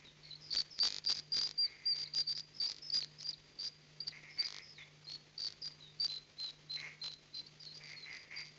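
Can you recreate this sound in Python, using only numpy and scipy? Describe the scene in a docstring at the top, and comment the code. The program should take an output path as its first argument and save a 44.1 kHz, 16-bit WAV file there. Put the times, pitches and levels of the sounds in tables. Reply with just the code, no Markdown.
"""Faint calls cross a pond, then ducklings peep close to a small microphone at a straw nest.
Each peep is a whistle on an arch of pitch; fainter ones answer, blurred and echoed by the woods.
A raspy, rattling call, perhaps the hen's, joins in now and then: uneven pulses ringing a throat.
Under it lie quiet hiss and a faint, beating equipment hum.
The sound breaks up on the peeps: they crackle, and the cracks stutter fifty times a second."""
import sys
import numpy as np
from scipy import signal
from scipy.fft import rfft, irfft
from scipy.io import wavfile
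from scipy.ndimage import uniform_filter1d

SR = 44100
rng = np.random.default_rng(int(sys.argv[2]) if len(sys.argv) > 2 else 0)


def transcribe(u):
    """Save the signal u as a 16-bit wav file named by the first command-line argument.

    u: samples, shape (n,) or (channels, n), limited to [-1, 1]; the rate is SR.
    q: integer samples, one column per channel.
    """
    v = np.clip(np.atleast_2d(u).T, -1, 1)
    q = np.round(v * 32767).astype(np.int16)
    wavfile.write(sys.argv[1], SR, q)


N = 378378
TIME_S = np.arange(N) / SR

# Filter curves for three noises and the microphone. Each row: frequency in Hz, gain in dB.
AIR_CURVE = [(15, -25.5), (30, -12), (55, -13), (90, -13.5), (200, -15), (400, -14), (800, -21),
             (1500, -22.5), (2100, -17.5), (2700, -18.5), (4800, -18.5), (5500, -22.5), (8000, -28.5),
             (10000, -68.5)]
RASP_HISS_CURVE = [(100, -19.5), (500, 0.5), (1000, 3.5), (1700, 5), (3000, -29.5), (4200, 0), (6000, -1.5),
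                   (8000, -17.5)]
FIZZ_CURVE = [(60, -10), (500, -10.5), (1200, -15.5), (2200, -6), (3000, -7), (4000, -3), (4700, 4.5),
              (5600, -8.5), (6800, -8.5), (8000, -23.5)]
MICROPHONE_CURVE = [(30, -1), (100, 1), (250, 1.5), (700, -1), (1300, 0.5), (2200, 0), (2900, -1),
                    (3800, -0.5), (4800, -0.5), (5600, -0.5), (6500, 1.5), (7200, -4.5), (7900, -17)]
# Rasps, near or far. Each row: start and end in seconds, level in dB.
RASP_CALLS = [(0.01, 0.047, -64.5), (0.239, 0.298, -67), (1.623, 1.767, -61), (1.78, 2.084, -63.5),
              (4.117, 4.187, -56), (4.228, 4.318, -57.5), (4.37, 4.453, -53), (4.535, 4.613, -57),
              (4.777, 4.825, -54.5), (6.764, 6.83, -52), (6.821, 6.889, -49), (7.802, 7.88, -57.5),
              (7.883, 7.953, -53.5), (7.97, 8.053, -65), (8.054, 8.173, -52), (8.196, 8.303, -65),
              (8.303, 8.421, -50.5)]
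# Runs of cracks that stand out of the crackle. Each row: time in seconds, size in dB, count.
CRACK_RUNS = [(0.541, -27.5, 2), (0.5509, -22.5, 1), (0.5857, -26.5, 2), (0.791, -26, 1),
              (0.8343, -19.5, 3), (0.845, -26, 8), (0.8514, -24, 2), (1.0511, -31, 1), (1.1, -21, 2),
              (1.1063, -24, 2), (1.1509, -29.5, 3), (1.346, -29.5, 3), (1.3698, -23.5, 2),
              (1.3816, -24.5, 1), (1.415, -23, 2), (1.4722, -30, 3), (1.9855, -36.5, 2), (2.15, -25, 1),
              (2.1856, -24.5, 2), (2.3772, -29.5, 2), (2.6257, -33, 3), (2.6983, -28, 2),
              (2.7256, -38.5, 4), (2.9517, -26, 2), (3.0065, -31, 3), (3.2102, -34, 2), (4.4266, -30.5, 1),
              (4.4855, -31, 6), (5.505, -36.5, 2), (6.0471, -24, 1), (6.0815, -34, 3), (7.042, -31, 3),
              (8.13, -39, 3)]
# Calls from across the water. Each row: start and end in seconds, level in dB, pitch and drop in Hz.
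ANSWER_CALLS = [(0.04, 0.106, -56.5, 3730, 340), (0.227, 0.309, -53, 4320, 66),
                (0.302, 0.346, -46.5, 3930, 23), (0.408, 0.516, -52, 4990, 126),
                (0.703, 0.795, -50.5, 4990, 400), (2.534, 2.598, -52, 5110, 20),
                (2.815, 2.914, -49.5, 5170, 24), (3.179, 3.244, -49, 5125, 53),
                (4.294, 4.385, -59.5, 5140, 150), (4.613, 4.737, -55.5, 5080, 24),
                (4.771, 4.839, -53, 3534, 370), (5.798, 5.917, -55.5, 3780, 380),
                (7.335, 7.409, -48, 4720, 27), (7.457, 7.483, -51, 4540, 18), (7.65, 7.729, -49, 4234, 95)]
# Quick flicks of the voice around peeps.
# Each row: start and end in seconds, level in dB, first and last pitch in Hz.
VOICE_FLICKS = [(0.353, 0.361, -41.5, 4040, 4350), (0.8, 0.807, -24, 4470, 4480),
                (0.884, 0.898, -47.5, 4700, 3650), (1.04, 1.046, -39.5, 4800, 4560),
                (1.061, 1.067, -28.5, 4730, 4655), (1.667, 1.679, -49.5, 4650, 3610),
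                (2.053, 2.065, -43, 4500, 3570), (2.073, 2.08, -41, 4770, 3800),
                (2.128, 2.134, -45.5, 3930, 4610), (2.136, 2.15, -35, 4720, 4340),
                (2.229, 2.237, -46.5, 4740, 3600), (2.9, 2.906, -28.5, 4370, 4600),
                (3.011, 3.027, -36.5, 4720, 3745), (3.031, 3.043, -36.5, 4600, 3870),
                (3.202, 3.214, -43, 4050, 4550), (3.288, 3.302, -30, 4904, 4580),
                (3.329, 3.343, -40, 4730, 3500), (4.002, 4.012, -33.5, 4420, 4700),
                (4.098, 4.119, -52, 4410, 3580), (4.456, 4.462, -30, 4850, 4750),
                (4.46, 4.486, -48.5, 4470, 3800), (4.743, 4.769, -55.5, 4650, 3900),
                (5.042, 5.057, -59.5, 5050, 4450), (5.378, 5.375, -54, 5200, 4700),
                (5.616, 5.63, -45.5, 5290, 4770), (6.776, 6.784, -50, 3950, 3650)]
# Shredded tails trailing peeps. Each row: start and end in seconds, level in dB, pitch in Hz.
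PEEP_TAILS = [(1.131, 1.201, -40, 4787), (2.35, 2.41, -38.5, 4784), (2.67, 2.723, -37, 4884),
              (4.431, 4.473, -37, 4795), (5.692, 5.72, -52.5, 4830), (6.458, 6.509, -46, 3950),
              (6.78, 6.817, -47, 4035), (7.085, 7.145, -49, 4080), (8.423, 8.495, -56, 4780)]
# Peeps at the nest. Each row: start and end in seconds, level in dB, mid pitch in Hz,
# start-to-end glide in Hz, raggedness from 0 to 1, fade in seconds.
NEST_PEEPS = [(0.498, 0.559, -33, 4554, 95.5, 0.99, .027), (0.561, 0.621, -30.5, 4600, -6.5, 0.73, .001),
              (0.808, 0.879, -27.5, 4690, -100, 0.33, .001), (1.069, 1.133, -29, 4733, -20.5, 0.53, .002),
              (1.32, 1.404, -30.5, 4787, -110, 0.22, .001), (1.408, 1.476, -33, 4810, 60, 0.5, .004),
              (1.575, 1.669, -28.5, 4760, -150, 0.04, .014), (1.853, 1.943, -29, 4785, -170, 0, .013),
              (1.943, 2.045, -37.5, 4737, 59, 0.41, .004), (2.151, 2.228, -29.5, 4764, -110, 0.25, 0.013),
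              (2.266, 2.337, -32, 4677, 89, 0.28, 0.011), (2.6, 2.668, -31.5, 4674, 26.5, 0.3, .001),
              (2.918, 3.003, -29.5, 4830, 55, 0.31, .018), (3.239, 3.321, -38.5, 4767, -49.5, 0.48, .016),
              (3.586, 3.69, -37.5, 4725, 190, 0.72, 0.0075), (4.007, 4.04, -41, 4830, -40, 0, 0.007),
              (4.066, 4.096, -32.5, 4750, -83, 0.8, .015), (4.382, 4.424, -26.5, 4680, 71.5, .15, 0.019),
              (5.068, 5.166, -42.5, 4330, 178.5, 0.65, .006), (5.375, 5.487, -37, 4606, 2, 0.8, .008),
              (5.617, 5.688, -38.5, 4773, -130, 0.46, .011), (5.998, 6.066, -30.5, 4663, 30.5, .2, .003),
              (6.083, 6.191, -42, 4073, -28.5, 0.75, .011), (6.38, 6.465, -40, 4120, -70, 0.32, .009),
              (6.694, 6.774, -40, 4090, -20, 0.44, 0.0039), (7.015, 7.086, -40.5, 4122, -100, 0.31, .002),
              (7.334, 7.406, -43, 4125, -19, 0.6, .002), (7.587, 7.654, -53, 4670, -480, 1, 0.0022),
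              (7.732, 7.793, -48, 4830, 118.5, 0.64, .006), (7.818, 7.948, -52.5, 4695, -66.5, 0.42, .01),
              (7.956, 8.057, -49.5, 4203, -400, 0.22, .007), (8.099, 8.238, -56, 4830, -91, 0.21, 0.0045),
              (8.355, 8.432, -43.5, 4760, -54, 0.54, .008)]

STUTTER_S = .02
CRACKLE_DB, LOUD_PEEP_DB, CRACKLE_DB_PER_DB = -33, -31, .5  # size on a loud peep; slope with level
CRACKLE_WAIT_S, CRACKLE_FULL_RAGGED = .016, 0.37
ANSWER_EARLY_SHARE, ANSWER_RAGGED, ANSWER_FADE_S = .9, .85, 0.0062  # share: of the drop, in first half
FLICK_ARCH_HZ, FLICK_RAGGED, FLICK_FADE_S = 130, 0.28, .003
SCOOP_S, SCOOP_DB, SCOOP_HZ = .012, -22, 450  # faint slide up into each peep
TAIL_SAG_HZ, TAIL_RAGGED, TAIL_FADE_S = 130, 0.96, 0.0019
CLEAN_ARCH_HZ, BROKEN_ARCH_HZ, FLAT_RAGGED = 225, 40, .09  # a little raggedness flattens the arch


def amp(db):
    return 10 ** (np.asarray(db) / 20)


def unit_rms(x):
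    return x / np.sqrt(np.mean(x ** 2) + 1e-20)


def colour(x, curve):
    """Filter by a curve of (Hz, dB) points."""
    hz, db = np.transpose(curve)
    gain_db = np.interp(np.log(np.fft.rfftfreq(N, 1 / SR) + 1), np.log(hz), db)
    return irfft(rfft(x) * amp(gain_db), N)


def drift(hz):
    """Smooth noise of rms 1, bandwidth about hz."""
    lowpass = np.exp(-(np.fft.rfftfreq(N, 1 / SR) / hz) ** 2)
    return unit_rms(irfft(rfft(rng.standard_normal(N)) * lowpass, N))


def resonate(x, hz, width_hz):
    """One damped resonance."""
    radius = np.exp(-np.pi * width_hz / SR)
    return signal.lfilter([1 - radius], [1, -radius * np.exp(2j * np.pi * hz / SR)], x).real


def stutter(x, feedback):
    """Part of the sound returns every stutter period: a buzzy grain, rms 1."""
    size = round(STUTTER_S * SR)
    blocks = np.pad(x, (0, -N % size)).reshape(-1, size)
    return unit_rms(signal.lfilter([1], [1, -feedback], blocks, axis=0).ravel()[:N])


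def air(level_db=-65, flicker_db=1.7):
    """Quiet, flickering hiss of pond and woods."""
    gain = amp(level_db + flicker_db * drift(74))
    return gain * stutter(colour(rng.standard_normal(N), AIR_CURVE), 0.32)


def hum(hz=151.1, waver=0.004, level_db=-69.5, beat_s=.926, crest_s=0.35, second_tone_db=-5.5):
    """Two low equipment tones, almost in tune, beat about once a second."""
    turns = np.cumsum(hz * (1 + waver * drift(6.4))) / SR
    slip = (TIME_S - crest_s) / beat_s
    second_tone = amp(second_tone_db) * np.sin(2 * np.pi * (turns - slip))
    return amp(level_db) * unit_rms(np.sin(2 * np.pi * turns) + second_tone)


def woods(x, t60_s, wet_db):
    """Trees round the pond return a thin tail."""
    t = TIME_S[:SR]
    tail = rng.standard_normal(SR) * amp(-60 * t / t60_s) * (1 - np.exp(-t / 0.015))
    return amp(wet_db) * signal.fftconvolve(x, tail / np.linalg.norm(tail))[:N]


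def far_field(peeps, limit_db=-44):
    """Near or far, ducklings are about equally loud at the trees, so faint ones are wettest."""
    return peeps.real / (1 + abs(peeps) / amp(limit_db))


def scatter(x, t60_s=0.044, gain_db=1.0):
    """Many short paths blur far voices; the level follows the input."""
    t = TIME_S[:SR // 4]
    paths = rng.standard_normal(len(t)) * amp(-60 * t / t60_s)
    blurred = signal.fftconvolve(x, paths / np.linalg.norm(paths))[:N]
    power_in, power_out = abs(uniform_filter1d(np.array([x, blurred]) ** 2, size=3500)) + 1e-10
    return amp(gain_db) * blurred * np.sqrt(power_in / power_out)


def ringing(peeps, hz=4780, width_hz=110):
    """A faint narrow ring hangs on after the peeps."""
    tail = woods(far_field(peeps), t60_s=1.9, wet_db=3)
    return resonate(resonate(tail, hz, width_hz), hz, width_hz)


def rasp_gate(start_s, end_s, attack_s=.008, release_s=0.011):
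    """Opens quickly, holds, dies away after the end."""
    attack = np.clip((TIME_S - start_s) / attack_s, 0, 1)
    return attack * np.exp(-np.clip((TIME_S - end_s) / release_s, 0, 20))


def rasp(pulse_hz=150, jitter=.22, throat_hz=2140, puff_turns=0.74, hiss_db=-12):
    """Uneven pulses, each with a noise puff, ring one throat resonance; some wide hiss goes along."""
    turns = np.cumsum(pulse_hz * (1 + jitter * drift(100))) / SR
    puffs = unit_rms(np.exp(-(turns % 1) / puff_turns) * rng.standard_normal(N))
    pulses = unit_rms(np.diff(np.floor(turns), prepend=0))
    throat = puffs + pulses
    for width_hz in (400, 1100, 1100):
        throat = resonate(throat, throat_hz, width_hz)
    hiss = amp(hiss_db) * unit_rms(colour(puffs, RASP_HISS_CURVE))
    voice = stutter(unit_rms(throat) + hiss, 0.42)
    voice /= np.sqrt(uniform_filter1d(voice ** 2, size=1100))  # level held over 25 ms
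    envelope = np.max([amp(db) * rasp_gate(start_s, end_s) for start_s, end_s, db in RASP_CALLS], axis=0)
    return envelope * voice


def fizz(blips, gain_db=-12):
    """Buzzy hiss round the cracks."""
    envelope = np.sqrt(abs(uniform_filter1d(uniform_filter1d(blips ** 2, size=882), size=441)))
    return amp(gain_db) * envelope * stutter(colour(rng.standard_normal(N), FIZZ_CURVE), 0.8)


def crackle_envelope():
    """Stronger on loud, ragged peeps and tails; zero between them."""
    envelope = np.zeros(N)
    for start_s, end_s, db, *_, ragged, _ in peep_notes():
        crack_db = CRACKLE_DB + CRACKLE_DB_PER_DB * (db - LOUD_PEEP_DB)
        span = slice(round((start_s + CRACKLE_WAIT_S) * SR), round(end_s * SR))
        envelope[span] = amp(crack_db) * min(ragged / CRACKLE_FULL_RAGGED, 1)
    return envelope


def cracks(length_s=0.00048, length_spread=.3, spread_db=5, run_count=2):
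    """Runs of square blips a stutter period apart: one new run a period on peeps, plus listed runs."""
    blips, envelope = np.zeros(N), crackle_envelope()
    periods = int(N / SR / STUTTER_S) - run_count - 1
    for period, (place, strength, stretch) in enumerate(rng.uniform(-1, 1, (periods, 3))):
        width = round(length_s * (1 + length_spread * stretch) * SR)
        for k in range(run_count):
            at = round((period + (1 + place) / 2 + k) * STUTTER_S * SR)
            blips[at:at + width] = envelope[at] * amp(spread_db * strength)
    for (time_s, db, count), stretch in zip(CRACK_RUNS, rng.uniform(-0.7, 1, len(CRACK_RUNS))):
        width = round(length_s * (1 + length_spread * stretch) * SR)
        for k in range(count):
            at = round((time_s + k * STUTTER_S) * SR) - width // 2
            blips[at:at + width] = amp(db)
    return blips


def break_up(whistles, blips, tick_hz=4600, takeover_db=-56, ceiling_db=-21.5):
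    """A blip notches or inverts a whistle; between whistles it ticks. Peaks are limited."""
    carrier = whistles + amp(takeover_db) * np.exp(2j * np.pi * tick_hz * TIME_S)
    broken = whistles - blips * np.exp(1j * np.angle(carrier))
    return broken.real / np.maximum(abs(broken) / amp(ceiling_db), 1)


def peep_notes():
    """Arched peeps and sagging tails, as notes for ducklings()."""
    for start_s, end_s, db, hz, glide_hz, ragged, fade_s in NEST_PEEPS:
        foot_hz = hz - BROKEN_ARCH_HZ - (CLEAN_ARCH_HZ - BROKEN_ARCH_HZ) * np.exp(-ragged / FLAT_RAGGED)
        yield start_s, end_s, db, foot_hz - glide_hz / 2, hz, foot_hz + glide_hz / 2, ragged, fade_s
    for start_s, end_s, db, hz in PEEP_TAILS:
        yield start_s, end_s, db, hz + TAIL_SAG_HZ / 2, hz, hz - TAIL_SAG_HZ / 2, TAIL_RAGGED, TAIL_FADE_S


def all_notes():
    """Peeps and tails, answers that drop and level out, flicks and scoops."""
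    yield from peep_notes()
    for start_s, end_s, db, hz, drop_hz in ANSWER_CALLS:
        first_hz = hz + ANSWER_EARLY_SHARE * drop_hz
        yield start_s, end_s, db, first_hz, hz, first_hz - drop_hz, ANSWER_RAGGED, ANSWER_FADE_S
    scoops = [(start_s - SCOOP_S, start_s, db + SCOOP_DB, hz - SCOOP_HZ, hz)
              for start_s, _, db, hz, *_ in NEST_PEEPS]
    for start_s, end_s, db, first_hz, last_hz in VOICE_FLICKS + scoops:
        mid_hz = (first_hz + last_hz) / 2 + FLICK_ARCH_HZ
        yield start_s, end_s, db, first_hz, mid_hz, last_hz, FLICK_RAGGED, FLICK_FADE_S


def ducklings(flutter_db=10, waver=.02, fuzz=0.26, fuzz_hz=900, far_db=-49, blend_db=6.5):
    """Pure whistles on pitch arches; ragged ones flutter, waver and fuzz. Returns complex near, far."""
    flutter = np.minimum(stutter(drift(150), 0.61), .6)
    wobble = stutter(drift(300), .6)
    grain = stutter(drift(fuzz_hz), .8) + 1j * stutter(drift(fuzz_hz), .8)
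    near, far = np.zeros((2, N), complex)
    for start_s, end_s, db, first_hz, mid_hz, last_hz, ragged, fade_s in all_notes():
        span = slice(round(start_s * SR), round(end_s * SR))
        u = np.linspace(-1, 1, len(TIME_S[span]))
        pitch_hz = mid_hz + (last_hz - first_hz) / 2 * u + ((first_hz + last_hz) / 2 - mid_hz) * u ** 2
        turns = np.cumsum(pitch_hz * (1 + waver * ragged * wobble[span])) / SR
        fades = np.minimum((1 - abs(u)) * (end_s - start_s) / 2 / fade_s, 1)
        envelope = amp(db) * fades * unit_rms(amp(flutter_db * ragged * flutter[span]))
        whistle = envelope * np.exp(2j * np.pi * turns) * (1 + fuzz * ragged * grain[span])
        nearness = (1 + np.tanh((db - far_db) / blend_db)) / 2  # faint peeps come from further off
        near[span] += np.sqrt(nearness) * whistle
        far[span] += np.sqrt(1 - nearness) * whistle
    return near, far


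def scene():
    """Mono mix of ducks, echoes and background."""
    blips, rattle = cracks(), rasp()
    near, far = ducklings()
    echoes = woods(far_field(near + far), t60_s=0.36, wet_db=-10.5)
    echoes += woods(rattle, t60_s=0.37, wet_db=-7.0)
    ducks = break_up(near, blips) + scatter(far.real) + ringing(near) + rattle
    return (ducks + fizz(blips) + echoes + hum() + air())[None]


def record(dry, cutoff_hz=8050):
    """Narrow-band recorder: the top rolls off, then ends."""
    sound = colour(dry[0], MICROPHONE_CURVE)
    lowpass = signal.firwin(301, cutoff_hz, window=("kaiser", 8), fs=SR)
    return signal.oaconvolve(sound, lowpass, "same")[None]


dry = scene()
out = record(dry)
transcribe(out)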